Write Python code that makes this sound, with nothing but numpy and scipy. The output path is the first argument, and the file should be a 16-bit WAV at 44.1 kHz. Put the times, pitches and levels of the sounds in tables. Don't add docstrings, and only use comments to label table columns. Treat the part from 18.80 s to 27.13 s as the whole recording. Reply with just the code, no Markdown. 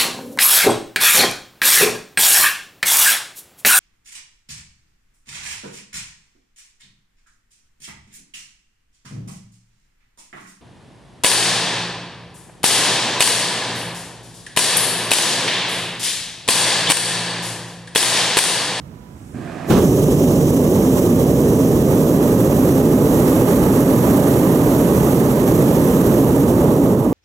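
import sys
import numpy as np
from scipy import signal
from scipy.fft import rfft, irfft, next_fast_len
from scipy.io import wavfile
from scipy.ndimage import uniform_filter1d, minimum_filter1d, map_coordinates

SR = 44100
rng = np.random.default_rng(int(sys.argv[2]) if len(sys.argv) > 2 else 0)


def file_out(sig):
    cols = np.atleast_2d(sig).T
    lim = np.clip(cols, -1, 1)
    pcm = np.round(lim * 32767).astype(np.int16)
    wavfile.write(sys.argv[1], SR, pcm)


N = 367353

OPEN_S, EASE_S, SHUT_S = 0.91, 7.22, 8.06


def amp(db):
    return 10 ** (np.asarray(db) / 20)


def unit(pair):
    return pair / np.sqrt(np.mean(pair.mean(0) ** 2) + 1e-20)


def since(start_s):
    return np.maximum(np.arange(N) / SR - start_s, 0)


def onset(at_s, rise_s):
    return (1 + np.tanh((np.arange(N) / SR - at_s) / (2 * rise_s))) / 2


def wobble(per_s):
    points = rng.standard_normal(int(N * per_s / SR) + 4)
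    return map_coordinates(points, [np.arange(N) * per_s / SR])


def filtered(x, response):
    size = next_fast_len(N + 8192)
    return irfft(rfft(x, size) * response(np.fft.rfftfreq(size, 1 / SR)), size)[..., :N]


def split(x, edge_hz, order=6):
    low = filtered(x, lambda hz: 1 / (1 + (hz / edge_hz) ** order))
    return low, x - low


def shifted(x, shift_hz):
    spin = np.exp(2j * np.pi * np.cumsum(shift_hz) / SR)
    return np.real(signal.hilbert(x, next_fast_len(N))[:, :N] * spin)


def evened(x, span_s, share):
    power = np.abs(uniform_filter1d(x.mean(0) ** 2, int(span_s * SR)))
    power = np.abs(uniform_filter1d(power, int(span_s * SR / 2)))
    return unit(x / (power + 1e-6) ** (share / 2))


def turbulence(spectrum):
    size = next_fast_len(N + 8192)
    log_hz = np.log(np.fft.rfftfreq(size, 1 / SR) + 1)
    hz, *columns = np.transpose(spectrum)
    left_db, right_db, likeness = [np.interp(log_hz, np.log(hz + 1), c) for c in columns]
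    beyond_table = np.abs(log_hz - np.clip(log_hz, np.log(hz[0]), np.log(hz[-1])))
    noise = rfft(rng.standard_normal((2, size))) * np.exp(-10 * beyond_table)
    angle = np.arccos(np.clip(likeness, -1, 1)) / 2
    common, apart = noise * [np.cos(angle), np.sin(angle)]
    sides = [amp(left_db) * (common + apart), amp(right_db) * (common - apart)]
    return unit(irfft(sides, size)[:, :N])


def basket(x, echo_db, longest_s=0.009, drift_s=0.00006, count=6):
    hz, t, slices = signal.stft(x, SR, nperseg=2048)
    response = 1
    for delay_s in rng.uniform(longest_s / 10, longest_s, count):
        moving_s = delay_s + drift_s * np.interp(t * SR, np.arange(N), wobble(0.707))
        response = response + amp(echo_db) * np.exp(-2j * np.pi * hz[:, None] * moving_s)
    return signal.istft(slices * response, SR, nperseg=2048)[1][:, :N]


def camera_tilt():
    # (time [s], tilt [0..1])
    poses = [(1.7, 0.055), (2.2, 0.3), (2.9, 0.28), (3.45, .68), (4.15, 0.7), (4.55, 1), (5.9, 0.97),
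             (6.7, 0.88), (8.1, .85)]
    return np.interp(np.arange(N) / SR, *np.transpose(poses))


def open_air(low_db=-38, hiss_db=-64):
    # (frequency [Hz], left level [dB], right level [dB], likeness)
    air = [(20, -34, -44, 0.83), (60, -12, -6, 0.96), (161, -9.5, -2.5, 0.987), (300, -16, -11.5, 1),
           (517, -33, -19.5, 0.5), (900, -36, -23, -0.6), (2300, -47, -34, -0.11), (4500, -48, -41, -0.59),
           (5830, -38, -40, 0.29), (11000, -47, -42, 0.51), (12000, -55, -39, 0.64),
           (15500, -56, -42, 0.57)]
    low, hiss = split(turbulence(air), edge_hz=5300)
    return amp(low_db) * unit(low) + amp(hiss_db) * unit(basket(hiss, echo_db=-17))


def whistle(start_s=0.04, length_s=0.43, pitch_hz=1008, sag_hz=26, waver_hz=3, left_db=-64, right_db=-54):
    swell = np.sin(np.pi * np.minimum(since(start_s) / length_s, 1)) ** 2
    hz = pitch_hz - sag_hz * swell + waver_hz * wobble(38)
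    tone = np.sqrt(2) * np.sin(2 * np.pi * np.cumsum(hz) / SR)
    return amp([[left_db], [right_db]]) * swell * tone


def distant_burner(start_s=0.54, grow_s=0.12, stop_s=0.98, flame_db=-34.5, puff_db=4.5, growth_db=11):
    # (frequency [Hz], left level [dB], right level [dB], likeness)
    far_flame = [(40, -26, -23, .98), (161, -3, 3, 0.81), (343, -6, -1, 0.99), (484, -24, -12.5, 0.97),
                 (680, -19, -4.5, 0.58), (900, -23, -18, .94), (1200, -25, -14, 0.93),
                 (1410, -26, -19, .98), (1660, -21, -15, 0.54), (2200, -29.5, -25.5, .97),
                 (2500, -28, -22, .97), (2900, -40, -28.5, 0.84), (7000, -42, -41, 0.62),
                 (15000, -68, -63, .33)]
    # (frequency [Hz], left level [dB], right level [dB], likeness)
    far_jet = [(5200, -6, -7, .3), (7800, 1, 1, .5), (9200, -4, -2, .4), (11200, -8, -4, .5),
               (12500, -18, -12, .5)]
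    young = np.exp(-since(start_s) / grow_s)
    low, high = split(turbulence(far_flame), edge_hz=460)
    rumble = amp(flame_db + puff_db * young) * unit(low)
    rush = amp(flame_db - growth_db * young) * unit(high)
    jet = amp(-58) * onset(at_s=0.36, rise_s=0.06) * turbulence(far_jet)
    fade = amp(-35 * since(stop_s))
    return (onset(start_s, rise_s=0.002) * (rumble + rush) + jet) * fade


def ignition(start_s=0.899, rise_s=0.005, hold_s=0.075, fade_db_per_s=220, whump_hz=118, whump_s=0.3):
    # (frequency [Hz], left level [dB], right level [dB], likeness)
    burst = [(36, -6, 1, 0.83), (110, 7, 8, 0.94), (300, 8, 3, 0.92), (590, -20, -5, 0.81),
             (835, -12, -4.5, 0.86), (1110, -10, -5, 0.92), (1580, -18, -12.5, 1), (2160, -24, -20, 1),
             (3160, -27, -14.5, 0.61), (4060, -29, -20.5, 0.76), (9000, -55, -30, .65)]
    t = since(start_s)
    flare = amp(-8 - fade_db_per_s * since(start_s + hold_s)) * turbulence(burst)
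    whump = amp(-8 - 60 * t / whump_s) * np.sin(2 * np.pi * whump_hz * t)
    return (1 - np.exp(-t / rise_s)) * (flare + whump)


def valve(shut_db_per_s, lead_s=0):
    return onset(OPEN_S - lead_s, rise_s=0.011) * amp(-shut_db_per_s * since(SHUT_S))


def surges(width_s=0.093):
    # (time [s], rumble change [dB], rush change [dB], hiss change [dB])
    bumps = [(2.2, -1, 0.5, 1.5), (4.15, 0, -1, -2), (5.35, 2, 2, 2.5), (6.6, -6.5, -5, -6.5),
             (7.87, 1.5, 3, 1)]
    t = np.arange(N) / SR
    return sum(np.outer(sizes_db, np.exp(-((t - at_s) / width_s) ** 2)) for at_s, *sizes_db in bumps)


def gas_jets(tilt, change_db, fresh_db=2.5, settle_s=1.35, shift_hz=618, sputter_db=0.73):
    # (frequency [Hz], left level [dB], right level [dB], likeness)
    nozzles = [(2100, -17, -7.5, -0.72), (2800, -8.5, -1, -1.08), (3970, -15.5, -5, -0.5),
               (4450, -14.5, -9, -0.77), (5420, -4, -5.5, 0.57), (6000, 0, -1.5, 0.85),
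               (7400, -3.5, -4, 0.73), (9350, -10.5, -6.5, -0.079), (11000, -7.5, -1.5, 0.59),
               (11700, -18, -6.5, 0.46), (13000, -23, -2.5, 0.8), (15500, -32, -4, 0.61)]
    # (frequency [Hz], left level [dB], right level [dB], likeness)
    shrill = [(7100, -11.5, -15, .6), (10400, -10.5, -12.5, 0.2), (11270, -13, -1.5, 0.46),
              (11700, -26, -1.5, 0.61), (12500, -12, -2.5, 0.87), (14400, -28, -6, 0.97),
              (16000, -38, -14, .7)]
    early_db = fresh_db * np.exp(-since(OPEN_S) / settle_s)
    hiss = amp(-29 + 3 * tilt + early_db) * turbulence(nozzles)
    raised_hz = shift_hz * (1 - tilt ** 2)
    sizzle = amp(-34.5 + 11 * tilt ** 0.75) * shifted(turbulence(shrill), raised_hz)
    return (hiss + sizzle) * amp(change_db + sputter_db * wobble(70))


def flame_rush(tilt, change_db, eased_db, flicker_db=0.16):
    # (frequency [Hz], left level [dB], right level [dB], likeness)
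    swirls = [(420, -32, -23, 0.97), (578, 3.5, 1, 1), (685, -7, -4.5, 1), (820, -10, -0.2, 1),
              (1000, -18, -2, 0.76), (1236, -16, -5.5, 0.75), (1385, -32, -10.5, -0.099),
              (1830, -25.5, -11.5, -0.72), (2330, -41, -19, 0.028), (3060, -46, -20.5, -0.21),
              (4660, -44, -25, 0.13)]
    coarse, fine = split(turbulence(swirls), edge_hz=1280, order=14)
    rush = coarse + amp(-0.8 + tilt + eased_db) * fine
    return amp(-25 + 9.5 * tilt + change_db + flicker_db * wobble(60)) * rush


def flame_rumble(tilt, change_db):
    # (frequency [Hz], left level [dB], right level [dB], likeness)
    body = [(20, -28, -36, .5), (35, -21, -28, 0.91), (58, -9.5, -13, 0.83), (84, -12, -9.5, 0.99),
            (145.7, -3, 0.5, 1), (221, -5, -3, 0.98), (271, 0, 1.5, 1), (301, -4.5, -3, 0.99),
            (429, -6.5, -5, 1), (587, -15, -11, 0.94), (691, -34, -18.5, 1), (1100, -80, -30.5, 0.81)]
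    return amp(-5 + 3 * tilt + change_db) * evened(turbulence(body), span_s=0.014, share=0.33)


def burner(wander_db=0.36, ease_db_per_s=5):
    tilt = camera_tilt()
    rumble_db, rush_db, hiss_db = surges()
    eased_db = -ease_db_per_s * since(EASE_S)
    drift_db = wander_db * wobble(4)
    roar = flame_rumble(tilt, rumble_db) + flame_rush(tilt, rush_db + drift_db, eased_db)
    hiss = valve(shut_db_per_s=65, lead_s=0.006) * gas_jets(tilt, hiss_db + eased_db + drift_db)
    return valve(shut_db_per_s=56) * roar + basket(hiss, echo_db=-22.5)


def scene():
    return burner() + ignition() + distant_burner() + open_air() + whistle()


def gain_control(x, ceiling_db=-6.5, strength=0.83, headroom_db=3, settle_s=0.18, release_db_per_s=100):
    over_db = 20 * np.log10(np.abs(x).max(0) + 1e-9) - ceiling_db
    loud = -minimum_filter1d(-np.clip(over_db - 5, 0, 1), SR // 10)
    step = 1 / (settle_s * SR)
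    settled = signal.lfilter([step], [1, step - 1], loud)
    excess_db = strength * np.maximum(over_db - headroom_db * (1 - settled), 0)
    recovery_db = release_db_per_s * np.arange(N) / SR
    cut_db = np.maximum.accumulate(excess_db + recovery_db) - recovery_db
    return x * amp(-uniform_filter1d(cut_db, int(0.004 * SR)))


def record(dry, top_hz=15850):
    return filtered(gain_control(dry), lambda hz: hz < top_hz)


dry = scene()
out = record(dry)
file_out(out)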